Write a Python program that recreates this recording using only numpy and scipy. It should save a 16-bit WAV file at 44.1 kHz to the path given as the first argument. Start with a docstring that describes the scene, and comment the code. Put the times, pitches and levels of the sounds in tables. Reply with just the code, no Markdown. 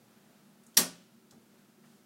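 """In a small hard room, close to a steel home panel, a tripped circuit breaker is pushed back on.
The handle ticks under the finger, then a spring throws the contacts shut. Their few impacts within
10 ms are heard as one snap that rings the mechanism, booms the cabinet and echoes in the room.
The finger lets go with a tick and the arm rustles away. A low hum runs throughout."""
import sys
import numpy as np
from scipy import signal
from scipy.fft import rfft, irfft, next_fast_len
from scipy.io import wavfile
from scipy.ndimage import map_coordinates

SR = 44100
rng = np.random.default_rng(int(sys.argv[2]) if len(sys.argv) > 2 else 0)


def generate_wav(signal):
    """Clip the signal to [-1, 1] and save it as 16-bit WAV at the path in sys.argv[1]."""
    frames = np.transpose(np.atleast_2d(signal))
    scaled = np.clip(frames, -1, 1) * 32767
    pcm = np.round(scaled).astype(np.int16)
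    wavfile.write(sys.argv[1], SR, pcm)


N = 90493
T = np.arange(N) / SR
SHARP_RISE_S = .0003
ECHO_START_S, ECHO_RISE_S, SWELL_S = .774, .0032, .0091


def amp(db):
    """Turn decibels into a gain."""
    return 10 ** (np.asarray(db) / 20)


def unit(x):
    """Scale a sound to an average (rms) level of 1."""
    return x / np.sqrt(np.mean(x ** 2) + 1e-20)


def along(points, hz):
    """Read between a table's rows on a log pitch scale."""
    pitches, values = np.transpose(points)
    return np.interp(np.log(hz + 1), np.log(pitches + 1), values)


def filtered(x, response):
    """Turn each frequency up or down by response(hz)."""
    size = next_fast_len(N + SR // 2)
    return irfft(rfft(x, size) * response(np.fft.rfftfreq(size, 1 / SR)), size)[:N]


def noise(colour):
    """Noise shaped by a table of pitches and relative levels."""
    return unit(filtered(rng.standard_normal(N), lambda hz: amp(along(colour, hz))))


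def band(centre_hz, octaves):
    """Noise that is strongest around one pitch."""
    white = rng.standard_normal(N)
    return unit(filtered(white, lambda hz: np.exp(-.5 * (np.log2((hz + 1) / centre_hz) / octaves) ** 2)))


def strike(start_s, rise_s, fade_s):
    """A loudness curve that rises, then dies away. Every fade_s is the time to drop 60 dB."""
    age = np.maximum(T - start_s, 0)
    return (1 - np.exp(-age / rise_s)) * amp(-60 * age / fade_s)


def ring(tones, start_s, rise_s):
    """The fading tones of a struck object, each at a slightly random level."""
    return sum(amp(db + rng.normal()) * strike(start_s, rise_s, fade_s)
               * np.sin(2 * np.pi * (hz * T + rng.random())) for hz, db, fade_s in tones)


def wobble(rate):
    """A smooth random curve through rate points a second."""
    return map_coordinates(rng.standard_normal(256), [T * rate], mode="wrap")


# Tone of the room's air: pitch_hz, level_db
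AIR_COLOUR = [(15, -68), (25, -39.5), (86, -28.5), (101, -19.5), (140, -7.5), (173, -6.5), (188, -5),
              (227, 3.5), (267, -11), (368, -6.5), (410, -17), (567, -16), (722, -17.5), (1170, -24),
              (1300, -18.5), (1900, -25), (15500, -31)]
def room_air():
    """A steady low rush with a faint hiss."""
    return amp(-63.5) * noise(AIR_COLOUR)


# Tones of the hum: pitch_hz, level_db
HUM_TONES = [(120, -80.5), (150.7, -76.5), (200, -68.5), (231, -69.5), (381, -76.5)]
def hum():
    """Low tones that waver in loudness and pitch."""
    tones = 0
    for hz, db in HUM_TONES:
        waver = 1 + .45 * (wobble(rate=11) + 1j * wobble(rate=5.9))
        tones += amp(db) * np.real(waver * np.exp(2j * np.pi * (hz * T + rng.random())))
    return tones


# Loudness of the rustle: time_s, level_db
RUSTLE_LEVELS = [(0, -72), (.12, -68), (.36, -68), (.5, -71), (.75, -71), (1.1, -83), (1.27, -80),
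                 (1.4, -74), (1.62, -69.5), (1.76, -84), (1.93, -69), (2.05, -78)]
# Tone of the rustle: pitch_hz, level_db
RUSTLE_TONE = [(100, -7), (400, 7.5), (1400, 0.5), (2600, -4.5), (6000, -8.5), (15000, -13)]
def arm_rustle():
    """The arm rustles faintly as it moves."""
    return amp(np.interp(T, *np.transpose(RUSTLE_LEVELS))) * noise(RUSTLE_TONE)


# Loudness of the brushing: time_s, level_db
BRUSH_LEVELS = [(1.75, -94), (1.86, -73.5), (1.94, -74), (2.05, -80.5)]
def arm_brush():
    """A light, high brushing as the arm draws back."""
    return amp(np.interp(T, *np.transpose(BRUSH_LEVELS))) * band(centre_hz=5500, octaves=.8)


# Soft bumps: start_s, level_db, pitch_hz, width_octaves, fade_s
HAND_BUMPS = [(1.315, -57, 219, 0.93, 0.45), (1.314, -59.5, 690, 0.88, 0.19), (1.833, -58, 900, 1.12, 0.2)]
def hand_bumps():
    """The hand bumps softly as it leaves."""
    return sum(amp(db) * band(hz, octaves) * strike(start_s, rise_s=.011, fade_s=fade_s)
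               for start_s, db, hz, octaves, fade_s in HAND_BUMPS)


# How long the room holds each pitch: pitch_hz, fade_s
ROOM_FADES = [(150, .4), (600, .32), (2000, 0.22), (5000, .27), (9000, 0.24), (14000, 0.14)]
def room_fade(x, start_s):
    """From start_s on, each pitch dies away at the room's own speed."""
    hz, times, spectrum = signal.stft(x, SR, nperseg=256)
    fade = amp(-60 * np.maximum(times - start_s, 0) / along(ROOM_FADES, hz)[:, None])
    return signal.istft(spectrum * fade, SR, nperseg=256)[1][:N]


# Tone of the room's echo: pitch_hz, level_db
ECHO_COLOUR = [(25, -27), (55, -15), (90, -18.5), (150, 1), (300, 3), (600, 0), (1200, 0.5), (2500, 0.5),
               (4000, -1), (5600, 4), (7000, -0.5), (9500, 3), (12500, 3.5), (13500, 3), (15500, -3.5)]
def room_echo():
    """The room answers the snap with a wash of sound whose bass builds more slowly."""
    tail = amp(-19) * room_fade(noise(ECHO_COLOUR), ECHO_START_S)
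    bass = filtered(tail, lambda hz: 1 / (1 + (hz / 410) ** 2))  # below about 410 Hz
    treble = (tail - bass) * strike(ECHO_START_S, ECHO_RISE_S, np.inf)
    return treble + bass * strike(ECHO_START_S, SWELL_S, np.inf)


# Tone of the shimmer: pitch_hz, level_db
SHIMMER_COLOUR = [(100, -20.5), (600, -5.5), (1500, 0), (3200, 3), (5800, -1), (9000, -6.5), (14000, -18)]
def steel_shimmer():
    """The steel shimmers faintly after the snap."""
    return amp(-44.5) * noise(SHIMMER_COLOUR) * strike(ECHO_START_S, SWELL_S, fade_s=.64)


# Small ticks: start_s, level_db, pitch_hz, width_octaves, fade_s
HANDLE_TICKS = [(0.636, -60, 8000, .6, .03), (0.6652, -55, 8200, .4, .04), (0.744, -60, 5000, 1.1, .06),
                (1.3093, -52, 5400, .7, .035)]
def handle():
    """The plastic handle ticks as it is pushed and let go, and the room echoes it."""
    ticks = sum(amp(db) * band(hz, octaves) * strike(start_s, SHARP_RISE_S, fade_s)
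                for start_s, db, hz, octaves, fade_s in HANDLE_TICKS)
    tail = room_fade(rng.standard_normal(N), 0)
    return ticks + amp(-4) * signal.fftconvolve(ticks, tail / np.linalg.norm(tail))[:N]


# Low tones of the cabinet: pitch_hz, level_db, fade_s
CABINET_TONES = [(176.2, -38.5, 0.53), (233, -26, .19), (259.7, -34, .34), (314.4, -39.5, .25),
                 (365, -43.5, 0.34), (464.7, -44, 0.15), (498.47, -41.5, 0.2), (556, -44.5, .42),
                 (617.4, -39.5, 0.37), (721, -36.5, .2), (820, -39.5, .25), (1017, -41, .2),
                 (1122, -29.5, 0.1), (1160, -41.5, 0.35), (1466, -42.5, 0.37)]
def cabinet():
    """The sheet-steel cabinet swells into a boom just after the impacts."""
    return amp(-1) * ring(CABINET_TONES, start_s=.782, rise_s=.0098)


# High tones of the mechanism: pitch_hz, level_db, fade_s
MECHANISM_TONES = [(1845, -34.5, 0.26), (1864, -21.5, 0.047), (3290, -34.5, .23), (3664, -33, .1),
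                   (4046, -28.5, .14), (4220, -29, .1), (4550, -29, .14), (5145, -34, .15),
                   (5730, -33, .26), (5703, -20.5, .1), (5929, -32, 0.054), (6094, -32, .15),
                   (7624, -23, .12), (7613, -24, .1), (9556, -30, .17), (11440, -28, .11), (12500, -24, .1),
                   (12679, -24, .1)]
def mechanism():
    """The spring, contact arm and case ring at once when struck."""
    return amp(-1) * ring(MECHANISM_TONES, start_s=.773, rise_s=SHARP_RISE_S)


# Tone of an impact: pitch_hz, level_db
IMPACT_COLOUR = [(100, -26), (500, -22.5), (1200, -13.5), (2600, -8.5), (4000, -1), (5500, 2.5), (7000, -3),
                 (10000, -3.5), (12400, -2.5), (13600, -8.5), (15500, -8.5)]
def impact_noise():
    """The bright noise of an impact."""
    return noise(IMPACT_COLOUR)


def first_echoes():
    """Closely packed echoes follow the impacts."""
    return amp(-23.5) * impact_noise() * strike(ECHO_START_S, ECHO_RISE_S, fade_s=.14)


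# Impacts inside the snap: start_s, level_db
IMPACTS = [(0.7683, -27), (0.7707, -6.5), (0.7739, -12), (0.7747, -7.5), (0.7781, -11.5)]
def contacts():
    """The contacts slam shut in a few quick cracks."""
    power = sum((amp(db) * strike(start_s, SHARP_RISE_S, fade_s=.01)) ** 2 for start_s, db in IMPACTS)
    return impact_noise() * np.sqrt(power)


def scene():
    """Add all the sounds into one channel."""
    snap = contacts() + mechanism() + cabinet()
    tail = first_echoes() + room_echo() + steel_shimmer()
    movement = handle() + hand_bumps() + arm_brush() + arm_rustle()
    return (snap + tail + movement + hum() + room_air())[None]


def record(dry):
    """Round off the loudest peaks and cut the highest treble."""
    ceiling, top_hz = .7, 15900
    rounded = dry / (1 + (dry / ceiling) ** 6) ** (1 / 6)
    return signal.sosfilt(signal.ellip(10, .1, 70, top_hz, fs=SR, output="sos"), rounded)


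dry = scene()
out = record(dry)
generate_wav(out)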